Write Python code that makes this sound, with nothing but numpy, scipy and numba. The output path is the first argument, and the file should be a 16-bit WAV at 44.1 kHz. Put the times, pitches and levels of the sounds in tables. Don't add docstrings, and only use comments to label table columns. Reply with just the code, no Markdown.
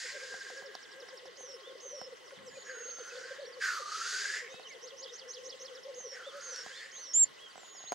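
import sys
import numpy as np
from scipy import signal
from scipy.fft import next_fast_len
from scipy.io import wavfile
from numba import njit

SR = 44100
rng = np.random.default_rng(int(sys.argv[2]) if len(sys.argv) > 2 else 0)


def store_wav(level_fs):
    pcm = np.round(np.clip(np.atleast_2d(level_fs), -1, 1) * 32767)
    wavfile.write(sys.argv[1], SR, pcm.T.astype(np.int16))


N = 350154


def amp(db):
    return 10 ** (np.asarray(db, float) / 20)


def rms_one(x):
    return x / np.sqrt(np.mean(x ** 2) + 1e-20)


def pan(x, pan_db):
    return np.array([x * amp(pan_db / 2), x * amp(-pan_db / 2)])


def filtered(x, order, edges_hz, kind):
    return signal.sosfilt(signal.butter(order, edges_hz, kind, fs=SR, output="sos"), x)


def at_hz(points, hz):
    table_hz, values = np.array(points)[:, :2].T
    return np.interp(np.log(hz), np.log(table_hz), values)


def drift(rate):
    step = 40
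    r = np.exp(-2 * np.pi * step * rate / SR)
    noise = rng.standard_normal(N // step + 2002)
    slow = signal.lfilter([1], [1, -2 * r, r * r], noise)[2000:]
    return np.interp(np.arange(N) / step, np.arange(len(slow)), rms_one(slow))


def span(rows):
    s, *columns = np.transpose(rows)
    at = np.arange(max(round(s[0] * SR), 0), min(round(s[-1] * SR), N))
    return at, [np.interp(at / SR, s, column) for column in columns]


def add(out, rows, swing_hz=0., throb=1., edge_s=0.00033):
    at, (hz, db) = span(rows)
    k = np.arange(len(at))
    ends = np.clip(np.minimum(k, k[::-1]) / (edge_s * SR), 0, 1)
    cycles = np.cumsum(hz + np.resize(swing_hz, len(at))) / SR
    out[at] += amp(db) * throb * ends * np.sin(2 * np.pi * (cycles + rng.random()))


def flutter(rows, hz, swing_hz, from_share):
    at = span(rows)[0]
    t = (at - at[0]) / SR
    depth = np.clip((t / t[-1] - from_share) * 6, 0, 1)
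    return swing_hz * depth * np.sin(2 * np.pi * hz * t)


def ring(hits, hz, t60):
    r, w = amp(-60 / (t60 * SR)), 2 * np.pi * hz / SR
    return signal.lfilter([0, np.sin(w)], [1, -2 * r * np.cos(w), r * r], hits + 1e-18)


@njit
def resonate(x, two_cos, r):
    y = np.zeros(len(x))
    for i in range(2, len(x)):
        y[i] = x[i] - x[i - 2] + r * two_cos[i] * y[i - 1] - r * r * y[i - 2]
    return y


def sliding(hz, width_hz, count=1):
    x = rng.standard_normal(len(hz))
    two_cos, r = 2 * np.cos(2 * np.pi * hz / SR), np.exp(-np.pi * width_hz / SR)
    for _ in range(count):
        x = resonate(x, two_cos, r)
    return rms_one(x)


def stereo_noise(spectrum, patchy_db, more_alike):
    # pitch in Hz, likeness from -1 to 1 before more_alike is added.
    likeness = [(60, -0.53), (130, -0.42), (290, -0.42), (640, 0.025), (1410, 0.23), (3100, 0.78),
                (6820, 0.64), (15000, -0.82)]
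    out, edges = 0, 40 * 2 ** (np.arange(0, 27) / 3)
    white = rng.standard_normal((2, 2, N))
    for k, (low, high) in enumerate(zip(edges, edges[1:])):
        mid, side = filtered(white[k % 2], 2, [low, high], "band")
        hz = np.sqrt(low * high)
        alike = np.clip(at_hz(likeness, hz) + more_alike, -.98, .98)
        gain = amp(at_hz(spectrum, hz) + patchy_db * drift(18.0))
        out = out + gain * (np.sqrt(1 + alike) * mid + np.sqrt(1 - alike) * side * [[1], [-1]])
    return rms_one(out)


def open_air():
    # pitch in Hz, relative level in dB per Hz.
    air_spectrum = [(30, -6.5), (284, -5), (467, 4), (808, -4.5), (1080, -2), (1970, -2.5), (2300, -20.5),
                    (3070, -5.5), (5590, -10), (13300, -27), (15500, -58)]
    return amp(-55.5) * stereo_noise(air_spectrum, patchy_db=3.0, more_alike=-0.32)


def wind():
    # start in seconds, length in seconds, level in dB.
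    gusts = [(2.362, 0.31, -63), (7.236, 0.13, -66.5)]
    t, level = np.arange(N) / SR, np.zeros(N)
    for s, length_s, db in gusts:
        level += amp(db) * np.interp(t, [s, s + 0.014, s + length_s], [0, 1, 0])
    mid, side = filtered(rng.standard_normal((2, N)), 2, [90, 280], "band")
    return level * amp(1.2 * drift(22.9)) * (rms_one(mid) + 0.69 * rms_one(side) * [[1], [-1]])


def camera():
    # pitch in Hz, width in Hz, level in dB.
    whirr = [(1076, 9.7, -69.5), (1974, 110, -64), (3033, 230, -64)]
    whine_hz, whine_db = 15625, -93
    out = amp(whine_db + 3.2 * drift(3)) * np.sin(2 * np.pi * whine_hz * np.arange(N) / SR)
    for hz, width_hz, db in whirr:
        mid, side = [sliding(np.full(N, hz), width_hz) for _ in range(2)]
        out = out + amp(db) * (mid + 0.31 * side * [[1], [-1]])
    return out


def ticks():
    # time in seconds, level in dB,
    # thud in dB relative to the tick before a common boost.
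    tick_rows = [(0.341, -48.5, -16), (0.502, -48.5, -27), (0.623, -52, -16), (0.752, -45, -31),
                 (1.087, -57, -28), (1.256, -52.5, -22), (1.407, -53.5, -18), (2.015, -44, -15),
                 (2.986, -51.5, -20), (4.542, -51.5, -9), (4.597, -50, -44), (6.004, -54, -17),
                 (6.663, -46.5, -15), (7.557, -50, -20), (7.579, -50, -20), (7.633, -54, -20),
                 (7.75, -57, -20), (7.805, -56, -25), (7.839, -52, -17), (7.928, -38, -28)]
    # time in seconds, level in dB, thud in dB as above.
    knock = (7.921, -30.5, -30)
    # pitch in Hz, gain in dB, time to fall 60 dB in seconds.
    plastic = [(757, 8.5, 0.02), (1010, 1, 0.021), (1390, 8, 0.0059)]
    knock_lead_s, snap_t60_s = .0003, 0.0089
    s, db, thud_db = np.transpose(list(tick_rows) + [knock])
    at = np.round(s * SR).astype(int)
    body, thud, snap = np.zeros((2, N)), np.zeros(N), np.zeros((2, N))
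    body[:, at] = pan(amp(db), -8)
    thud[at] = amp(db + thud_db + 17.0)
    snap[:, at] = amp(db + 4)
    body[:, at[-1]] = 0, amp(db[-1])
    body[0, at[-1] - round(knock_lead_s * SR)] = amp(db[-1])

    soft = signal.lfilter([.25], [1, -.75], body)
    rung = sum(amp(level_db) * ring(soft, hz, t60) for hz, level_db, t60 in plastic)
    rung = filtered(rung, 2, 350, "high")
    decay = signal.lfilter([1], [1, -amp(-60 / (snap_t60_s * SR))], snap + 1e-18)
    crack = filtered(rng.standard_normal(N), 3, [1500, 7700], "band")
    push = ring(signal.lfilter([.05], [1, -.95], thud), hz=184, t60=0.033)
    return rung + decay * crack + push * [[1.3], [-.5]]


def clicks():
    # time in seconds, peak level in dB, pitch in Hz.
    click_rows = [(.752, -33, 4500), (1.085, -43, 1550), (2.308, -42, 1600), (2.388, -46, 1750),
                  (6.37, -53, 12500), (6.561, -28, 5300)]
    width, cycles = .24, 70
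    out, t = np.zeros(N), np.arange(SR // 20) / SR
    for s, db, hz in click_rows:
        noise = rng.standard_normal(len(t)) * amp(-60 * t * hz / cycles)
        burst = filtered(noise, 2, [hz * (1 - width), hz * (1 + width)], "band")
        out[round(s * SR):][:len(t)] += amp(db) * burst / np.abs(burst).max()
    return out


def outdoors(x):
    # middle delay in seconds (left a little less, right more), level in dB.
    echoes = [(0.01, -13.5), (0.028, -28.5)]
    trees_t60_s, trees_db = 0.71, -12.5
    t = np.arange(SR // 2) / SR
    tail = rng.standard_normal((2, len(t))) * amp(-60 * t / trees_t60_s) * (t > .01)
    tail *= amp(trees_db) / np.sqrt(np.sum(tail[0] ** 2))
    for lag_s, db in echoes:
        tail[[0, 1], [round(lag_s * .93 * SR), round(lag_s * 1.08 * SR)]] += amp(db)
    return signal.fftconvolve(x[None], tail, axes=1)[:, :N]


def far_chorus():
    # time in seconds, level of the lower cock in dB, level of the higher cock in dB, before mixing.
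    chorus_levels = [(0, -63, -57.5), (.72, -60, -62), (0.802, -81, -72), (.95, -64.5, -65.5),
                     (1.9, -61, -58), (2.151, -80, -59), (2.25, -67, -67.5), (3.55, -73, -62),
                     (3.65, -65.5, -72), (4.3, -60.5, -68.5), (4.6, -61.5, -61), (5.9, -63, -57),
                     (6.5, -70, -59.5), (6.7, -72, -67.5), (7.94, -88, -87)]
    # time in seconds, pitch in Hz.
    low_pitch = [(0, 422), (1, 397), (3.6, 398), (4.25, 400), (4.8, 448), (7.94, 430.6)]
    slide_ranges = (14, 64), (-45, 70)
    coos_per_s, high_pitch = 13, [(0, 508)]
    s, *levels_db = np.transpose(chorus_levels)
    cocks = []
    for level_db, uneven, slides_hz, pitches in zip(levels_db, (.25, .9), slide_ranges, (low_pitch, high_pitch)):
        gap, size, length, pitch, fall = rng.random((130, 5)).T
        at = np.cumsum(1 + uneven * (gap - .5)) / coos_per_s
        hz = np.interp(at, *np.transpose(pitches)) + 60 * uneven * (pitch - .5)
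        rows = np.c_[at, 7 * size, 24 + 20 * length, hz, np.interp(fall, (0, 1), slides_hz)]
        coos = rms_one(coo_train(rows[at < N / SR], 0.79))
        cocks.append(amp(np.interp(np.arange(N) / SR, s, level_db)) * coos)
    lower, higher = cocks
    return np.array([lower + 1.52 * higher, higher + 0.68 * lower])


def pipit_trills(out):
    # start in seconds, number of strokes, first gap in seconds (it grows), level in dB.
    trills = [(0.1491, 14, .0843, -55.5), (5.7503, 2, .0803, -54.5)]
    # time in seconds, pitch in Hz, relative level in dB.
    stroke = [(0, 5870, -27), (.006, 5620, 8), (.014, 4840, 3), (.021, 4150, -6), (.03, 3450, 2.5),
              (0.041, 2850, -19)]
    swell_db = .25
    slowing_s = .00007
    for s, count, gap_s, db in trills:
        for k in range(round(count)):
            start = s - .003 + k * gap_s + k * k * slowing_s
            level_db = db + swell_db * min(k - count / 2, 0) + rng.normal(0, 1)
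            add(out, np.array(stroke) * [1, rng.normal(1, 0.0093), 1] + [start, 0, level_db])


def pipit_phrases(out):
    # start in seconds, level in dB.
    phrases = [(4.492, -51.5), (4.661, -47.5), (4.816, -45), (4.97, -41.5), (5.125, -43), (5.279, -40),
               (5.436, -41), (5.591, -43)]
    # time in seconds, pitch in Hz, relative level in dB.
    phrase_notes = [
        [(0, 5220, -8), (.006, 5850, -15), (.011, 6370, -8)],
        [(.007, 5080, -15), (.016, 6010, -2), (.025, 6600, -10)],
        [(.021, 5200, -7), (.031, 6050, -1), (.045, 6750, -6)],
        [(.046, 3600, -31), (.058, 4285, -5.5), (.064, 5800, -5), (.072, 4720, -2), (.084, 3270, -16)],
        [(.09, 3420, -2), (.098, 3150, -8), (.112, 2600, -16)],
    ]
    for s, db in phrases:
        for note in phrase_notes:
            varied = np.array(note) * [1, rng.normal(1, 0.0089), 1]
            add(out, varied + [s, 0, db + rng.normal(0, 1.06)], edge_s=0.0004)


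def pipit_buzzes(out):
    # start in seconds, length in seconds, pitch factor, level in dB.
    buzzes = [(1.376, 0.187, 1.001, -50.5), (1.81, 0.265, .995, -48), (5.95, 0.21, 1.02, -47),
              (6.416, 0.22, 1.02, -44.5), (6.923, 0.24, 1.012, -46.5)]
    # share of its length, pitch in Hz before the factor, relative level in dB.
    buzz_course = [(0, 6520, -11), (.08, 6370, -3), (0.198, 6340, 0.5), (0.398, 6090, 0.5), (.6, 5630, 0),
                   (.8, 5410, 1), (.92, 5370, 0), (1, 5350, -8.5)]
    # time in seconds, pitch in Hz, relative level in dB.
    lead_flick = [(-.013, 4050, -13.5), (-.006, 5280, -3), (.001, 6800, -3)]
    flutter_hz, level_depth, swing_hz = 147, 0.37, 208
    for s, length_s, pitch, db in buzzes:
        rows = np.array(buzz_course) * [length_s, pitch, 1] + [s, 0, db]
        at = span(rows)[0]
        cycles = np.cumsum(flutter_hz * amp(1.9 * drift(56)[at])) / SR
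        beat = 2 * np.pi * (cycles + rng.random())
        swing = swing_hz * np.linspace(1, .6, len(at)) * np.sin(beat)
        add(out, rows, swing, 1 + level_depth * np.sin(beat + 2.0))
        add(out, np.array(lead_flick) + [s, 0, db])


def long_whistles(out):
    # start in seconds, length in seconds, level in dB.
    whistles = [(2.45, .645, -43), (7.565, .6, -41)]
    # share of its length, relative level in dB.
    whistle_swell = [(0, -23), (.14, -15), (.4, -9.5), (.7, 1.5), (.96, -9), (1, -9)]
    base_hz, drop_hz, settle_s, sag_hz_per_s = 6920, 1053, .1, 1100
    for s, length_s, db in whistles:
        t = np.linspace(0, length_s, 60)
        hz = base_hz + drop_hz * np.clip(1 - t / settle_s, 0, 1) ** 1.4 - sag_hz_per_s * t
        level_db = db + np.interp(t / length_s, *np.transpose(whistle_swell))
        add(out, np.c_[s + t, hz, level_db], edge_s=0.00067)


def twitters(out):
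    # start in seconds, level in dB.
    twitter_rows = [(2.571, -52), (2.853, -50), (3.125, -51.5), (3.399, -49)]
    # time in seconds, pitch in Hz, relative level in dB.
    flick = [(0, 3380, -8), (.007, 4170, -1.5), (.013, 4700, -0.5), (.018, 3870, -14)]
    warble = [(.064, 5500, -5), (.075, 5650, -5), (.122, 5650, -6)]
    slide = [(.122, 5220, -14), (.132, 4750, -4), (.15, 4280, -4)]
    flick_gap_s = 0.023
    for s, db in twitter_rows:
        for k in range(3):
            add(out, np.array(flick) + [s + k * flick_gap_s, 0, db + 2.5 * (k - 2)])
        rows = np.array(warble) + [s, 0, db]
        uneven = amp(3.7 * drift(40)[span(rows)[0]] - 2)
        add(out, rows, flutter(rows, hz=55, swing_hz=290, from_share=0), uneven)
        add(out, np.array(slide) + [s, 0, db])


def short_notes(out):
    # start in seconds, level in dB.
    arches = [(1.631, -55.5), (6.231, -52.5), (6.73, -54)]
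    risers = [(6.711, -55), (6.927, -56.5), (7.146, -57)]
    # time in seconds, pitch in Hz, relative level in dB.
    arch = [(0, 3110, -0.5), (.04, 3560, 3), (.056, 3600, 5), (.085, 3080, -2)]
    riser = [(0, 2975, 1), (.03, 3330, 1.5), (.062, 4250, 3.5), (.135, 4550, -3)]
    # start in seconds, length in ms, start, middle and end pitch in Hz, level in dB.
    chirps = [(1.78, 8, 4300, 5050, 5500, -54), (2.75, 40, 1380, 1440, 1510, -48),
              (2.795, 28, 1740, 1830, 1900, -51), (2.256, 43, 6200, 5300, 4730, -57),
              (2.352, 34, 4100, 3500, 3100, -56), (2.463, 37, 6530, 5400, 4750, -51),
              (2.51, 38, 1630, 1695, 1730, -55), (2.553, 20, 2500, 2450, 2400, -55),
              (2.825, 22, 2720, 2720, 2690, -56), (3, 18, 3880, 3400, 3030, -55),
              (3.104, 20, 2670, 2570, 2500, -50), (3.15, 19, 3910, 3500, 3100, -53),
              (3.307, 20, 3900, 3450, 3020, -54), (3.458, 20, 3900, 3500, 3100, -57),
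              (4.49, 117, 3580, 3770, 3770, -55), (4.52, 105, 2500, 2620, 2580, -55.5),
              (4.627, 20, 4630, 4000, 3500, -52.5), (4.648, 39, 3120, 3050, 2710, -47),
              (4.7, 43.4, 2320, 2130, 1970, -47.5), (5.042, 11, 3100, 3500, 3000, -49),
              (5.078, 13, 3900, 3300, 3120, -46.5), (5.09, 19, 3060, 3800, 3140, -48),
              (7.383, 29, 2430, 3050, 3280, -53), (7.41, 76, 3300, 3280, 3100, -50),
              (7.5, 28, 4750, 4600, 3940, -56), (7.74, 64, 6000, 5100, 4150, -55),
              (7.861, 42, 2870, 4040, 4250, -48)]
    for s, db in arches:
        add(out, np.array(arch) + [s, 0, db])
    for s, db in risers:
        rows = np.array(riser) + [s, 0, db]
        add(out, rows, flutter(rows, hz=82.3, swing_hz=210, from_share=.5))
    for s, ms, start_hz, middle_hz, end_hz, db in chirps:
        u = np.linspace(-1, 1, 9)
        hz = middle_hz + (end_hz - start_hz) / 2 * u + ((start_hz + end_hz) / 2 - middle_hz) * u ** 2
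        add(out, np.c_[s + ms / 2000 * (u + 1), hz, db - 6 * u ** 2])


def small_birds():
    out = np.zeros(N)
    for song in (pipit_trills, pipit_phrases, pipit_buzzes, long_whistles, twitters, short_notes):
        song(out)
    return out * amp(1.33 * drift(60))


def near_bird():
    # time in seconds, pitch in Hz, level in dB.
    near_call = np.array([(7.132, 6100, -48), (7.14, 6700, -27.5), (7.15, 7070, -23), (7.176, 7310, -19.5),
                          (7.19, 7406, -21), (7.215, 7460, -16.5), (7.232, 7380, -17.5),
                          (7.242, 7160, -18.5), (7.249, 7100, -41)])
    out = np.zeros(N)
    add(out, near_call, edge_s=0.0011)
    add(out, near_call * [1, 2, 1] + [0, 0, -49])
    for lag_s, echo_db in ((.013, -23), (.03, -37)):
        add(out, near_call + [lag_s, 0, echo_db])
    return out


def hiss_course(start, blast_s, turn, end, start_hz, turn_hz, end_hz, last_hz,
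                first_db, turn_db, second_db, bright_db, tail_s):
    s = np.array([start, start + .02, start + .045, start + blast_s, turn, turn + .07,
                  (turn + end) / 2, end, end + .05, end + tail_s])
    left = np.clip((turn - s) / (turn - start), 0, 1) ** (1 / .66)
    after_turn = np.interp(s, [turn, end, end + tail_s], [turn_hz, end_hz, last_hz])
    hz = (start_hz - turn_hz) * left + after_turn
    db = [first_db - 17, first_db - 3.5, first_db, first_db - 2.5, turn_db,
          second_db - 0.5, second_db, second_db, second_db - 7.5, second_db - 11.5]
    dull_db = np.array([-8.5, -8.5, -8.5, -11, -5, -5, 0, -5, -10.5, -42])
    return np.c_[s, hz, db, bright_db + dull_db]


def hisses():
    # start in seconds, length of the first blast in seconds, turn and end in seconds,
    # throat pitch in Hz at start, turn, end and last, level in dB of first blast, turn and second blast,
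    # brightness over the throat in dB before a common boost, dying away in seconds, starting share of broad rasp.
    hiss_rows = [(-.9, .3, -.5, .1, 1700, 1300, 1880, 2400, -45, -55, -47, -7, .2, .8),
                 (-.4, .2, -.1, .6, 1700, 1580, 1630, 1600, -48, -55, -49, -14, .6, .55),
                 (2.645, .08, 2.96, 3.36, 1700, 1340, 1620, 1750, -47.5, -59, -50.5, -16, .2, .7),
                 (3.6, .18, 3.85, 4.38, 1680, 1170, 1740, 1950, -32.5, -47.5, -39.5, -12, .14, .3),
                 (6.112, .075, 6.3, 6.86, 1800, 1220, 1790, 1850, -47.5, -56, -51.5, -13, .2, 1.1)]
    # pitch in Hz, width in Hz, relative level in dB.
    mouth_rows = [(2700, 410, -12), (4780, 530, 1), (6600, 680, -0.5)]
    # pitch in Hz, relative level in dB per Hz.
    spray_spectrum = [(1500, -30), (2000, -11.5), (2800, -3), (4800, 2), (6500, -4.5), (7800, -15),
                      (9500, -35), (12000, -55)]
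    rasp_per_khz, tail_rasp = 2.1, 12
    throat, mouth, spray_gain, sizzle_gain = np.zeros((4, N))
    for *row, base_rasp in hiss_rows:
        at, (hz, db, bright_db) = span(hiss_course(*row))
        fade = np.clip((at[-1] - at) / (.06 * SR), 0, 1)
        rasp = base_rasp + rasp_per_khz * (hz - hz.min()) / 1000 + tail_rasp * np.clip(hz / 1800 - 1, 0, 1)
        core = sliding(hz, 90, count=2)
        broad = sliding(hz * 1.05, 620, count=2)
        throat[at] += fade * amp(db) * (core + rasp * broad) / np.sqrt(1 + rasp ** 2)
        sizzle_gain[at] += fade * amp(-68 + 1.6 * (db + 34.5))
        bright = fade * amp(db + bright_db + 7.5)
        spray_gain[at] += bright
        for mouth_hz, width_hz, level_db in mouth_rows:
            follow = (hz / 1500) ** .3
            mouth[at] += bright * amp(level_db) * sliding(mouth_hz * follow, width_hz)
    throat = filtered(throat + 1e-18, 6, [1130, 6500], "band")
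    mouth = filtered(mouth + 1e-18, 3, [2100, 10000], "band")
    spray = filtered(stereo_noise(spray_spectrum, patchy_db=1.8, more_alike=.1), 3, 13000, "low")
    sizzle = filtered(rng.standard_normal(N), 3, [9800, 13800], "band")
    torn = amp(1.5 * drift(53))
    return throat * torn + mouth + sizzle_gain * rms_one(sizzle), spray_gain * spray


def coo_train(rows, stretch):
    out, u = np.zeros(N), np.linspace(-1, 1, 9)
    for s, db, ms, hz, fall_hz in rows:
        arch_hz = 1.5 * ms * (.2 - u ** 2)
        add(out, np.c_[s + stretch * ms / 1000 * u, hz - fall_hz * u + arch_hz, db - 18 * np.abs(u) ** 3],
            edge_s=.002)
    return out


def near_coos():
    # middle in seconds, peak level in dB, length in ms (from start to end a coo takes 1.5 times this),
    # pitch in Hz and fall from middle to end in Hz, both before the arch of the pitch.
    coo_rows = [(0.145, -46.0, 22.0, 564.0, -60.0), (0.17, -45.0, 27.0, 544.0, 82.0),
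                (0.245, -47, 35, 520, 40), (0.326, -47, 24, 495, 50), (0.527, -46.0, 31.0, 495.0, 48.0),
                (0.591, -48.0, 53.0, 524.0, 13.0), (0.668, -47.0, 50.0, 526.0, 72.0),
                (0.992, -50.0, 53.0, 527.0, -24.0), (1.032, -42.0, 16.0, 499.0, 36.0),
                (1.14, -44.0, 26.0, 516.0, 41.0), (1.245, -49, 30, 520, -45), (1.285, -46, 26, 510, 45),
                (1.448, -46.0, 23.0, 500.0, 7.0), (1.5, -50, 50, 540, 0), (1.55, -46, 26, 480, 45),
                (1.676, -42.0, 10.0, 499.0, 46.0), (1.701, -44.0, 17.0, 520.0, -18.0),
                (1.722, -44.0, 17.0, 519.0, 43.0), (1.758, -42.0, 9.0, 492.0, -26.0),
                (1.862, -43.0, 16.0, 528.0, 21.0), (1.946, -43, 40, 575, -10),
                (1.985, -42.0, 17.0, 518.0, 8.0), (2.078, -43.0, 23.0, 515.0, 49.0),
                (2.133, -43.0, 18.0, 481.0, 38.0), (2.331, -45.0, 18.0, 535.0, 63.0),
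                (2.48, -43.0, 26.0, 500.0, 38.0), (2.58, -42.0, 21.0, 525.0, 69.0),
                (2.717, -45.0, 62.0, 506.0, 5.0), (2.778, -45.0, 15.0, 457.0, -67.0),
                (2.815, -43.0, 21.0, 473.0, 17.0), (2.862, -43.0, 13.0, 482.0, -78.0),
                (2.891, -45.0, 15.0, 511.0, 90.0), (3.012, -41.0, 22.0, 483.0, 65.0),
                (3.131, -42.0, 17.0, 493.0, 10.0), (3.156, -40.0, 15.0, 502.0, -24.0),
                (3.18, -41.0, 20.0, 507.0, 52.0), (3.216, -43.0, 12.0, 503.0, -21.0),
                (3.256, -44.0, 16.0, 486.0, 24.0), (3.318, -38.0, 17.0, 526.0, 38.0),
                (3.395, -40.0, 20.0, 556.0, -93.0), (3.433, -41.0, 36.0, 526.0, 80.0),
                (3.481, -43.0, 15.0, 497.0, -51.0), (3.507, -44.0, 15.0, 503.0, 42.0),
                (3.584, -43.0, 30.0, 499.0, 63.0), (3.809, -43.0, 22.0, 516.0, 70.0),
                (4.445, -49.0, 54.0, 465.0, 59.0), (4.515, -49.0, 61.0, 513.0, 18.0),
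                (4.869, -49.0, 39.0, 489.0, 44.0), (4.939, -46.0, 30.0, 532.0, 8.0),
                (5.041, -47.0, 56.0, 524.0, 4.0), (5.39, -45.0, 29.0, 510.0, -17.0),
                (5.449, -46.0, 40.0, 510.0, -3.0), (5.485, -46.0, 24.0, 492.0, 38.0),
                (5.548, -45.0, 17.0, 521.0, 47.0), (5.643, -45.0, 41.0, 508.0, -49.0),
                (5.731, -47.0, 28.0, 494.0, 45.0), (5.776, -45.0, 43.0, 516.0, -7.0),
                (5.865, -43.0, 17.0, 529.0, -31.0), (5.897, -41.0, 34.0, 543.0, 53.0),
                (5.974, -43.0, 29.0, 489.0, 6.0), (6.058, -41.0, 28.0, 486.0, 59.0),
                (6.131, -45.0, 21.0, 525.0, 55.0), (6.274, -42.0, 14.0, 557.0, 16.0),
                (6.366, -44.0, 58.0, 559.0, 6.0), (6.531, -45.0, 21.0, 508.0, 56.0)]
    return coo_train(coo_rows, 0.75)


def scene():
    coos, birds, (throat, spray) = near_coos(), small_birds(), hisses()
    voices = pan(coos, 0.5) + pan(birds, -3.5) + pan(throat, -1.1)
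    voices = voices + outdoors(coos + birds + throat)
    background = open_air() + wind() + camera() + ticks() + clicks()
    return background + far_chorus() + pan(near_bird(), -3) + voices + spray


def record(dry):
    lead_rad = 0.33
    turn = np.exp([[-.5j * lead_rad], [.5j * lead_rad]])
    turned = np.real(signal.hilbert(dry, next_fast_len(N))[:, :N] * turn)
    thin = filtered(turned, 2, 108, "high")
    return signal.sosfilt(signal.ellip(12, .5, 60, 15714, fs=SR, output="sos"), thin)


dry = scene()
out = record(dry)
store_wav(out)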